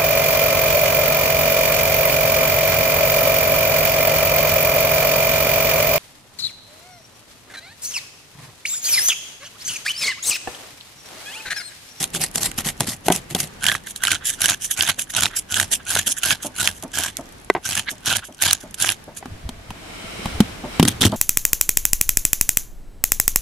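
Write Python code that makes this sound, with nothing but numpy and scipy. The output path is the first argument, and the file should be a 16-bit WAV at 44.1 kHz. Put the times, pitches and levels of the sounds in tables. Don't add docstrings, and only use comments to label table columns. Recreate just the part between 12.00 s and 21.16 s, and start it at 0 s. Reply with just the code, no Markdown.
import sys
import numpy as np
from scipy import signal
from scipy.fft import rfft, irfft, next_fast_len
from scipy.io import wavfile
from scipy.ndimage import uniform_filter1d, map_coordinates

SR = 44100
rng = np.random.default_rng(int(sys.argv[2]) if len(sys.argv) > 2 else 0)


def master(y):
    cut = np.clip(np.atleast_2d(y).T, -1, 1)
    pcm = np.round(cut * 32767)
    wavfile.write(sys.argv[1], SR, pcm.astype(np.int16))


N = 403956

# (f/Hz, level/dB)
AIR_COLOUR = [(15, -30), (25, 1.5), (263, -5), (624, -12), (754, -10), (1020, -13.5), (1190, -12.5),
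              (1370, -17), (1520, -12.5), (1790, -14.5), (2050, -15), (12200, -29.5), (16000, -46)]
# (t/s, level/dB)
AIR_LEVEL = [(0.0, -41.5), (2.6, -45), (7.14, -46), (7.3, -43.5), (7.86, -41), (8.27, -36.5), (9.16, -36)]
# (f/Hz, likeness 0 to 1)
AIR_ALIKE = [(100, 0.97), (250, 0.59), (500, 0), (1500, 0)]
# (t/s, level/dB)
SWELL_LEVEL = [(7.25, -71), (7.95, -41), (8.26, -36.5), (8.6, -48), (8.76, -38.5), (9.16, -73)]
# (f/Hz, level/dB)
SWELL_COLOUR = [(180, -13), (300, -4.5), (1750, -12.5), (2210, -7), (6200, -21), (8500, -18), (15000, -34),
                (16000, -55)]
# (f/Hz, width/Hz, level/dB)
SWELL_BANDS = [(1350, 120, 2), (2240, 140, -6), (3060, 190, 0), (3940, 130, 1), (5400, 300, 1),
               (8650, 240, -14)]
# (t/s, hold/s, level/dB)
GUSTS = [(7.32, 0.023, -28), (7.445, 0.023, -25), (7.52, 0.099, -40), (7.695, 0.018, -32),
         (8.05, 0.012, -32), (8.26, 0.013, -25.5), (8.35, 0.037, -26.5)]
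# (f/Hz, level/dB)
GUST_COLOUR = [(20, 0), (42, -1), (70, 5.5), (130, -5), (300, -27), (1000, -90)]
# (f/Hz, likeness 0 to 1)
NEAR_ALIKE = [(150, .995), (500, .98), (1200, .87), (2400, .76), (4000, .54), (8000, .25), (15000, .1)]
# (f/Hz, left minus right level/dB)
LEFT_OVER_RIGHT = [(380, -0.7), (700, 1), (1290, -0.5), (2380, -7.5), (4400, -0.5), (8120, -3.5),
                   (15000, -2.5)]
# (t/s, peak level/dB)
ROCKS = [(2.976, -34), (3.711, -30.5), (4.066, -25.5), (4.445, -22), (4.828, -24), (5.186, -23),
         (5.913, -33), (6.283, -34.5), (6.634, -30), (7.076, -30), (8.637, -21.5), (9.122, -15.5)]
# (f/Hz, width/Hz, level/dB)
ROCKING_MODES = [(164, 46, -20), (261, 81, 13.5), (450, 220, -2), (605, 100, 12), (830, 38, -32),
                 (867, 34, 7), (1020, 24, -13), (1300, 60, -14)]
# (t/s, peak level/dB, tick level/dB, rattle t60/s, contact hardness f/Hz)
BOARD_KNOCKS = [(0.809, -18, -3, 0.037, 1200), (1.0836, -1, 20.5, 0.031, 1300),
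                (1.1022, -3, -14, 0.064, 1000), (1.352, -18, -8, 0.088, 900),
                (3.963, -13.5, -20, 0.027, 1000), (5.5003, 5, -22, 0.016, 3940),
                (5.5506, -6, -30, 0.04, 2070), (5.564, -11.5, -30, 0.068, 1870),
                (6.844, -19, -20, 0.031, 1300), (7.227, -23, -22, 0.038, 3000),
                (7.257, -39, -21, .03, 2200), (8.257, -19, -17, 0.021, 2600)]
# (f/Hz, width/Hz, level/dB)
BOARD_MODES = [(184, 14, -5.5), (392, 110, -2.5), (745, 215, -0.5), (1000, 150, -12), (1520, 77, -4.5),
               (1770, 150, -10), (1970, 80, -6), (2940, 140, -70)]
# (t/s, peak level/dB, clack level/dB, tick level/dB)
TABLE_THUDS = [(0.144, -27, -9, -8), (0.357, -22.5, -14, 7), (0.583, -22, -4, -7), (0.66, -23, -6, -12),
               (0.806, -21.5, 5.5, 15), (0.883, -18.5, -23, -4), (1.101, -29, 6.5, 19),
               (1.349, -15, -25, 10.5), (7.257, -25, 3, 1), (7.491, -25, 5.5, 11.5), (7.705, -29, 7, 7),
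               (8.041, -29.5, -15, -12), (8.194, -27, -34, -11), (8.257, -18.5, 3, 4), (8.404, 1, -11, -3),
               (8.797, 0, -0.5, -2.5), (8.828, -3.5, -5.5, 3), (8.878, -15.5, -13, 14),
               (9.013, -18.5, -24, 20.5), (9.03, -15, 4, -14)]
# (f/Hz, level/dB, t60/s)
TABLE_MODES = [(97, -37, 0.84), (119.3, -27, 0.35), (173.3, -12.5, 0.13), (212.3, -1.5, 0.055),
               (249, -10, 0.079), (342, -4, 0.025)]
# (f/Hz, width/Hz, level/dB)
TABLE_LEGS = [(91.2, 19, 2), (153.6, 24, 6.5), (347, 33, 0)]
# (t/s, hold/s, crunch level/dB, table rumble level/dB)
CUTS = [(8.851, 0.0029, -33.5, -16), (8.877, 0.012, -27.5, -25), (9.011, 0.055, -24, -15.5),
        (9.115, 0.033, -44, -30)]
# (f/Hz, level/dB)
BONE_COLOUR = [(180, -37), (300, -15), (398, -25), (994, -16.5), (1140, -13.5), (2520, -18), (3130, -3.5),
               (4830, -12.5), (9090, -13), (12700, -15.5), (16000, -35)]
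# (t/s, hold/s, level/dB, hollow f/Hz)
SQUEAKS = [(1.866, 0.0081, -34.5, 1740), (2.226, 0.012, -30.5, 1540), (3.315, 0.042, -38.5, 1650),
           (3.81, 0.015, -42.5, 1710), (4.404, .01, -45, 1630), (5.887, 0.0057, -20.5, 1740),
           (5.967, 0.0049, -48, 1950), (6.239, 0.0032, -35.5, 1520)]
# (t/s, crack level/dB, clack level/dB, hollow pock level/dB, crack t60/s before its limits)
SNAPS = [(0.0278, -6, -29, -30, 0.015), (0.0412, -4, -20, -28, 0.0097), (0.1486, -8, -29, -20, 0.013),
         (0.2157, -7, -24, -34, 0.013), (0.2383, -5, -29, -22, 0.013), (0.3576, -1.5, -31, -23, 0.013),
         (0.4318, -2.5, -28, -23, 0.013), (0.5154, -14, -22, -25.5, 0.0092), (0.5881, -9, -21, -17, 0.012),
         (0.6887, -7, -13, -24, 0.015), (0.8059, -1.5, -26, -16, 0.013), (1.1228, -2, -35, -23, 0.028),
         (1.161, -7, -30, -41, 0.019), (1.3488, -5, -34, -28, 0.013), (1.4024, -3.5, -33, -22, 0.028),
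         (1.6412, -5.5, -11, -12, 0.019), (1.6656, -4.5, -1.5, -15, 0.033), (1.6854, -7, 0, -13.5, 0.013),
         (1.7164, -29, -6, -6, 0.013), (1.7509, -19, -30, -7.5, 0.014), (1.9609, -13, -13, -36, 0.027),
         (2.0363, 0, -8, -7, 0.028), (2.0514, -10, -4, -10, 0.012), (2.0707, -23, 0, -30, 0.013),
         (2.1164, -3, -0.5, -21, 0.036), (2.417, -2.5, -18, -20, 0.016), (2.4575, 1.5, -4, -10.5, 0.016),
         (2.4898, -8, -1, -10, 0.014), (2.4982, -2, -21, -18, 0.019), (2.8082, -13, 5, -18, 0.013),
         (2.824, -2, -8, -18, 0.012), (2.8664, -20, -12, -36, 0.013), (2.8927, -9, -21, -10, 0.016),
         (2.9937, -9, -8.5, -34, 0.025), (3.166, -4, -20, -38, 0.029), (3.2074, -5, -14, -19, 0.014),
         (3.2334, -3, -4, -14, 0.019), (3.265, -12, -23, -14, 0.013), (3.5423, -6, -0.5, -26, 0.016),
         (3.599, 0, -2, -7.5, 0.039), (3.908, -3, -30, -22, 0.013), (3.9634, -17, -12, -11, 0.016),
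         (4.2572, -5.5, -26, -22, 0.019), (4.3067, -7.5, 3, -6, 0.013), (4.6016, -15, -25, -17, 0.013),
         (4.6744, -3, 1.5, -7, 0.013), (4.825, -19.5, -49, -52, 0.021), (4.8358, -18, -46, -49, 0.028),
         (4.9867, -5, -33, -32, 0.017), (5.0365, -11, -10, -21, 0.013), (5.1694, -7.5, -34, -37, 0.0087),
         (5.7013, -11.5, -38, -47, 0.013), (5.7527, -6.5, -18, -23, 0.019), (5.7943, -9, -9.5, -14, 0.024),
         (6.0593, -7.5, -27, -30, 0.013), (6.103, -23, -6, -20, 0.013), (6.1669, -5, -22, -19, 0.019),
         (6.4224, 1, -29, -12, 0.027), (6.5098, -5, 1, -15, 0.017), (6.5308, 6.5, -13, -12.5, 0.012),
         (6.7427, -16, -33, -33, 0.038), (6.8239, 0, -31, -34, 0.019), (6.8446, -22, -24, -7.5, 0.014),
         (6.8903, -8, 1, -13, 0.013), (6.9203, -6, -21, -18, 0.016), (8.8518, -10, -16, -15, 0.013),
         (8.8833, 0.5, -27, -14, 0.021), (9.0087, -9, -15, -26, 0.013), (9.0196, -2, 4, -21, 0.011),
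         (9.0375, -10, 2, -21, 0.013), (9.043, -12, -13, -16, 0.013), (9.0564, -10, -12, -31, 0.013),
         (9.0654, -2, -14, -14, 0.013)]
# (t/s, hold/s, rasp level/dB, board rumble level/dB)
SAWING = [(0.003, 0.034, -23, -31.5), (0.144, 0.028, -25, -27), (0.213, 0.037, -24, -40),
          (0.349, 0.034, -27, -29.0), (0.416, 0.048, -23.5, -35.5), (0.58, 0.024, -26.5, -32.5),
          (0.653, 0.037, -26, -35), (0.8, 0.041, -31.5, -28), (0.871, 0.052, -27, -41),
          (1.059, 0.0037, -23.5, -24.5), (1.12, 0.046, -27, -35), (1.307, 0.0056, -33.5, -32.5),
          (1.355, 0.084, -29.5, -35.5)]
# (f/Hz, level/dB)
SAW_COLOUR = [(180, -30), (300, -19), (528, -8), (787, -0.5), (900, -5.5), (1720, -6), (1900, 1),
              (2280, -4), (2790, -1), (4090, -2.5), (10700, -0.5), (11700, 0.5), (16000, -38)]
# (f/Hz, level/dB)
SAW_RUMBLE = [(50, -21), (100, -3.5), (165, -0.5), (240, -3), (340, -7.5), (500, -11), (780, -8),
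              (1100, -32), (2000, -80)]
# (t/s, hold/s, hiss level/dB, hollow ring level/dB, hollow f/Hz)
RETURNS = [(1.869, 0.044, -37.5, -46.5, 1690), (1.968, 0.0025, -36, -42, 1790),
           (2.255, 0.044, -25, -38, 1770), (2.309, 0.037, -32, -40, 1750),
           (2.621, 0.042, -26.5, -47, 1770.0), (2.714, 0.0084, -19.5, -26.5, 1670.0),
           (2.995, 0.027, -26.5, -39.5, 1690.0), (3.103, 0.0045, -30, -31.5, 1720),
           (3.365, 0.025, -24.5, -46, 1690.0), (3.721, 0.031, -22, -35.0, 1680),
           (4.069, 0.053, -24, -34.5, 1670), (4.173, 0.011, -31.5, -33, 1570),
           (4.429, 0.035, -30.0, -45, 1590.0), (4.744, 0.06, -48.5, -57, 1710.0),
           (5.177, 0.0066, -42, -39, 2180), (5.903, 0.013, -30.5, -53, 1820.0),
           (6.247, 0.026, -40, -62, 1530.0), (6.603, 0.034, -49, -53, 1630),
           (7.174, 0.003, -31.5, -42.5, 1620)]
# (f/Hz, level/dB)
SLIDE_COLOUR = [(290, -55), (500, -24), (688, -21), (1360, -28), (1600, -48), (2190, -14), (3200, -1),
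                (4280, -12), (6330, 0.5), (9630, -2.5), (10800, 2.5), (14500, -21.5), (16000, -37)]
# (t/s, hold/s, fizz level/dB, coarse rasp level/dB, board rumble level/dB,
# hollow ring level/dB, hollow f/Hz)
SCALING = [(1.63, 0.12, -30, -32, -36.5, -28, 1590), (2.042, 0.097, -26.5, -27.5, -39.5, -25.5, 1540),
           (2.414, 0.11, -25, -26.5, -38.5, -28, 1590), (2.786, 0.12, -26.5, -25.5, -37.5, -29.0, 1560),
           (3.154, 0.103, -26, -24, -31.5, -32.5, 1520.0), (3.518, 0.11, -25, -28.5, -35, -28.5, 1585),
           (3.889, 0.11, -23.5, -26, -38.5, -29, 1540), (4.24, 0.087, -24, -25.5, -35.0, -28, 1560),
           (4.581, 0.11, -26, -29.5, -36.5, -32.5, 1535), (4.952, 0.13, -29, -30.0, -38.5, -34, 1600),
           (5.658, 0.14, -28.5, -30.5, -40, -37, 1610), (6.072, 0.093, -25.5, -24.5, -30.5, -30, 1546),
           (6.426, 0.1, -23, -23, -37, -29.5, 1600), (6.805, 0.1, -23.0, -25, -36.5, -31.5, 1530)]
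# (f/Hz, level/dB)
SCALE_COLOUR = [(180, -49), (300, -11.5), (519, -28), (678, -10.5), (1230, -14), (1530, -15.5), (1970, -13),
                (3080, -5.5), (4750, -9.5), (6410, -1.5), (9090, -6), (10700, -2.5), (11900, -9),
                (14500, -24), (16000, -44)]
# (f/Hz, level/dB)
SCALE_RUMBLE = [(29, -43), (50, -22), (92, 5), (163, -10), (205, -1), (265, -6), (327, -11.5), (426, -16.5),
                (600, -8.5), (700, -9), (910, -9), (1540, -120)]

FAR_TONE_HZ, FAR_TONE_TOP_DB = 658, -52.5
AIR_WAVER_DB = 1.5
FIZZ_FROM_HZ = 5070
TOP_HZ = 16000


def amp(db):
    return 10 ** (np.asarray(db) / 20)


def unit(x):
    return x / np.sqrt(np.mean(x ** 2) + 1e-20)


def crest(x):
    return x / (np.abs(x).max() + 1e-20)


def along(points, hz):
    f, v = np.transpose(points)
    return np.interp(np.log(hz + 1), np.log(f + 1), v)


def level(points):
    return amp(np.interp(np.arange(N) / SR, *np.transpose(points)))


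def wobble(rate):
    knots = rng.standard_normal(int(N * rate / SR) + 4)
    return map_coordinates(knots, [np.arange(N) * rate / SR])


def filtered(x, response):
    n = x.shape[-1]
    m = next_fast_len(n + 4096)
    return irfft(rfft(x, m) * response(np.fft.rfftfreq(m, 1 / SR)), m)[..., :n]


def coloured(x, spectrum):
    return filtered(x, lambda hz: amp(along(spectrum, hz)))


def resonance(hz, centre_hz, width_hz):
    return 1j * hz * width_hz / (centre_hz ** 2 - hz ** 2 + 1j * hz * width_hz)


def body(hz, modes):
    return sum(amp(db) * resonance(hz, centre, width) for centre, width, db in modes)


def pair(n, alike=NEAR_ALIKE):
    def mid_and_side(hz):
        turn = np.arccos(np.clip(along(alike, hz), -1, 1)) / 2
        return np.array([np.cos(turn), np.sin(turn)])
    mid, side = filtered(rng.standard_normal((2, n)), mid_and_side)
    return np.array([mid + side, mid - side])


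def add(track, s, sound):
    start = max(round(s * SR), 0)
    part = track[:, start:start + sound.shape[-1]]
    part += sound[..., :part.shape[-1]]


def presses(rows, order, attack_s, release_s, lag_s=0, growth_db_per_s=0):
    t, total = np.arange(N) / SR - lag_s, np.zeros(N)
    for row in rows:
        s, hold = row[:2]
        near = slice(*np.searchsorted(t, [s - attack_s, s + hold + release_s]))
        u = t[near] - s
        edges = np.maximum(-u, 0) / attack_s + np.maximum(u - hold, 0) / release_s
        growth_db = growth_db_per_s * (np.clip(u, 0, hold) - hold / 2)
        total[near] += amp(row[order] + growth_db - 60 * edges)
    return total


def catches(rate, spread_db, life, rub, clump_db):
    size = amp(spread_db * np.clip(rng.standard_normal(N), -2, 2))
    happens = rng.random(N) < rate / SR
    energy = signal.lfilter([1], [1, -np.exp(-1 / (life * SR))], (size * happens) ** 2)
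    return unit(np.sqrt(energy / energy.mean() + rub) * amp(clump_db * wobble(90)))


def shifting(x, depth_db):
    z = signal.stft(x, nperseg=256)[2]
    field = rng.standard_normal(z.shape[1:])
    for _ in range(2):
        field = uniform_filter1d(field, size=4, axis=0)
        field = uniform_filter1d(field, size=9, axis=1)
    return unit(signal.istft(z * amp(depth_db * unit(field)), nperseg=256)[1][:, :N])


def hollow(flicks, strokes, width_hz, rise_hz_per_s):
    glides = []
    for s, hold, *_, hz in strokes:
        for part in (0, 1):
            glides.append((s + part * hold, hz + rise_hz_per_s * (part - .5) * hold))
    pitch_hz = np.interp(np.arange(N) / SR, *np.transpose(sorted(glides))) * (1 + 0.034 * wobble(35))
    turn = np.exp(2j * np.pi * np.cumsum(pitch_hz) / SR)
    drive = pair(N) * flicks * amp(3.9 * wobble(70))

    def mode(spin, width):
        smooth = signal.lfilter(*signal.butter(2, width / 2, fs=SR), drive / spin)
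        return unit((smooth * spin).real)
    return mode(turn, width_hz) + amp(-5.5) * mode(turn ** 2, 2 * width_hz)


def rumble(flicks, spectrum):
    return unit(filtered(pair(N) * flicks, lambda hz: amp(along(spectrum, hz)) * (1 + body(hz, TABLE_LEGS))))


def ring(modes, t, scatter_db):
    hz, db, t60 = np.transpose(modes)[:, :, None]
    luck, detune = rng.standard_normal((2, len(modes), 1))
    fading = amp(db + scatter_db * luck - 60 * t / t60)
    return crest(np.sum(fading * np.sin(2 * np.pi * hz * (1 + 0.027 * detune) * t), axis=0))


def burst(t, t60, spectrum):
    return crest(coloured(pair(len(t)) * amp(-60 * t / t60), spectrum))


def tap(t, t60, centre_hz, width_hz):
    return crest(filtered(pair(len(t)) * amp(-60 * t / t60),
                          lambda hz: resonance(hz, centre_hz, width_hz) ** 2))


def open_air():
    return level(AIR_LEVEL) * amp(AIR_WAVER_DB * wobble(7)) * unit(coloured(pair(N, AIR_ALIKE), AIR_COLOUR))


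def swell():
    banded = filtered(rng.standard_normal((2, N)),
                      lambda hz: amp(along(SWELL_COLOUR, hz)) * (1 + body(hz, SWELL_BANDS)))
    return level(SWELL_LEVEL) * amp(3.5 + 0.26 * wobble(14)) * unit(banded)


def far_tone():
    waver = amp(FAR_TONE_TOP_DB - 3.2 * np.abs(wobble(5)))
    return waver * unit(filtered(rng.standard_normal(N), lambda hz: resonance(hz, FAR_TONE_HZ, 60) ** 2))


def wind():
    gusts = presses(GUSTS, order=2, attack_s=0.066, release_s=0.083)
    return gusts * amp(-3.0) * unit(coloured(pair(N), GUST_COLOUR))


def outdoors():
    late = np.arange(N) / SR > 7.21
    return open_air() + late * (swell() + far_tone()) + wind()


def handling():
    working = np.arange(N) / SR < 7.19
    patter = catches(rate=140, spread_db=12, life=0.0012, rub=0.074, clump_db=0.5)
    rustle = shifting(coloured(pair(N) * patter, SLIDE_COLOUR), depth_db=3.5)
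    return amp(-53) * working * rustle


def rocks():
    out, t = np.zeros((2, N)), np.arange(SR // 4) / SR
    for s, db in ROCKS:
        force = pair(len(t)) * (1 - np.exp(-t / 0.0018)) * amp(-60 * t / 0.16)
        bump = filtered(force, lambda hz: body(hz, ROCKING_MODES) / (1 + 1j * hz / 1100) ** 2)
        add(out, s, amp(db + 1.5) * crest(bump))
    return out


def board_knocks():
    out, t = np.zeros((2, N)), np.arange(SR // 5) / SR
    for s, db, tick_db, t60, hard_hz in BOARD_KNOCKS:
        contact = t == 0
        force = contact + 0.11 * pair(len(t)) * amp(-60 * t / t60)
        knock = crest(filtered(force, lambda hz: body(hz, BOARD_MODES) / (1 + 1j * hz / hard_hz) ** 2))
        tick = amp(tick_db - 19.5) * burst(t, t60=0.0099, spectrum=SAW_COLOUR)
        add(out, s, amp(db - 0.5) * (knock + tick))
    return out


def table_thuds():
    out, t = np.zeros((2, N)), np.arange(SR // 4) / SR
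    clack_colour = [(150, 2), (400, -21.5), (750, 4.0), (1500, -5.5), (3000, -9), (9000, -59)]  # (f/Hz, level/dB)
    for s, db, clack_db, tick_db in TABLE_THUDS:
        blow = ring(TABLE_MODES, t, scatter_db=5.5) * (1 - np.exp(-t / 0.0014))
        thud = crest(filtered(blow, lambda hz: (1j * hz / (1j * hz + 35)) ** 2))
        clack = amp(clack_db) * burst(t, t60=0.026, spectrum=clack_colour)
        tick = amp(tick_db - 3) * burst(t, t60=0.027, spectrum=BONE_COLOUR)
        add(out, s, amp(db) * (thud + clack + tick))
    return out


def cuts():
    crunch = presses(CUTS, order=2, attack_s=0.013, release_s=0.092)
    shake = presses(CUTS, order=3, attack_s=0.1, release_s=0.11, lag_s=0.0036, growth_db_per_s=139)
    flicks = catches(rate=700, spread_db=6.0, life=0.00095, rub=0.098, clump_db=2.0)
    rattle = unit(filtered(pair(N) * flicks, lambda hz: resonance(hz, 114, 58) ** 2
                           + amp(-4.5) * resonance(hz, 192, 170) ** 2))
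    bone = shifting(coloured(pair(N) * flicks, BONE_COLOUR), depth_db=3.0)
    return amp(5.0) * crunch * bone + amp(-3.0) * shake * rattle


def squeaks():
    rubbing = catches(rate=1100, spread_db=4, life=0.0012, rub=0.5, clump_db=1.5)
    pocket = hollow(rubbing, SQUEAKS, width_hz=490, rise_hz_per_s=3000)
    return presses(SQUEAKS, order=2, attack_s=.06, release_s=.035) * pocket


def snaps():
    out, t = np.zeros((2, N)), np.arange(SR // 20) / SR
    for s, crack_db, clack_db, pock_db, t60 in SNAPS:
        spread = np.array([.05, .13]) * rng.standard_normal(2)
        hollow_hz, scale_hz = np.array([1550, 3200]) * np.exp(spread)
        crack = burst(t, t60=np.clip(t60, .004, .03), spectrum=SLIDE_COLOUR)
        clack = tap(t, t60=.011, centre_hz=scale_hz, width_hz=1300)
        pock = tap(t, t60=0.01, centre_hz=hollow_hz, width_hz=860)
        add(out, s, amp(crack_db) * crack + amp(clack_db - 4.0) * clack + amp(pock_db + 0.5) * pock)
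    return out


def sawing():
    rasp = presses(SAWING, order=2, attack_s=.035, release_s=.1, growth_db_per_s=20)
    shake = presses(SAWING, order=3, attack_s=0.046, release_s=0.17, lag_s=0.0066)
    flicks = catches(rate=900, spread_db=5.0, life=0.0012, rub=0.22, clump_db=2)
    cut = shifting(coloured(pair(N) * flicks, SAW_COLOUR), depth_db=2.5)
    return amp(1.5) * rasp * cut + amp(-1.5) * shake * rumble(flicks, SAW_RUMBLE)


def returns():
    hiss = presses(RETURNS, order=2, attack_s=.045, release_s=.07)
    ringing = presses(RETURNS, order=3, attack_s=0.061, release_s=0.026, lag_s=-0.0027, growth_db_per_s=-120)
    flicks = catches(rate=1100, spread_db=5, life=0.001, rub=0.4, clump_db=2.5)
    slide = shifting(coloured(pair(N) * flicks, SLIDE_COLOUR), depth_db=2.5)
    pocket = hollow(flicks, RETURNS, width_hz=360, rise_hz_per_s=650)
    return amp(3.0) * hiss * slide + amp(1.0) * ringing * pocket


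def scaling():
    fizz = presses(SCALING, order=2, attack_s=0.063, release_s=.11, lag_s=-0.0029)
    rasp = presses(SCALING, order=3, attack_s=.085, release_s=.11, growth_db_per_s=30)
    shake = presses(SCALING, order=4, attack_s=0.035, release_s=0.12, lag_s=0.0059, growth_db_per_s=23)
    ringing = presses(SCALING, order=5, attack_s=0.096, release_s=0.089, growth_db_per_s=10)
    flicks = catches(rate=650, spread_db=6, life=.0006, rub=.16, clump_db=2)
    crackle = shifting(coloured(pair(N) * flicks, SCALE_COLOUR), depth_db=2.5)
    coarse = filtered(crackle, lambda hz: 1 / (1 + (hz / FIZZ_FROM_HZ) ** 8))
    pocket = hollow(flicks, SCALING, width_hz=216, rise_hz_per_s=980)
    scales = amp(1.0) * fizz * unit(crackle - coarse) + amp(0.5) * rasp * unit(coarse)
    return scales + amp(1.0) * ringing * pocket + shake * rumble(flicks, SCALE_RUMBLE)


def scene():
    knife = scaling() + returns() + squeaks() + snaps()
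    placed = filtered(knife, lambda hz: amp(np.outer([.5, -.5], along(LEFT_OVER_RIGHT, hz))))
    blade = placed + sawing() + cuts()
    blows = board_knocks() + rocks() + table_thuds()
    return blade + blows + handling() + outdoors()


def record(dry):
    return filtered(np.clip(dry, -1, 1), lambda hz: 1 / np.sqrt(1 + (hz / TOP_HZ) ** 120))


dry = scene()
out = record(dry)
master(out)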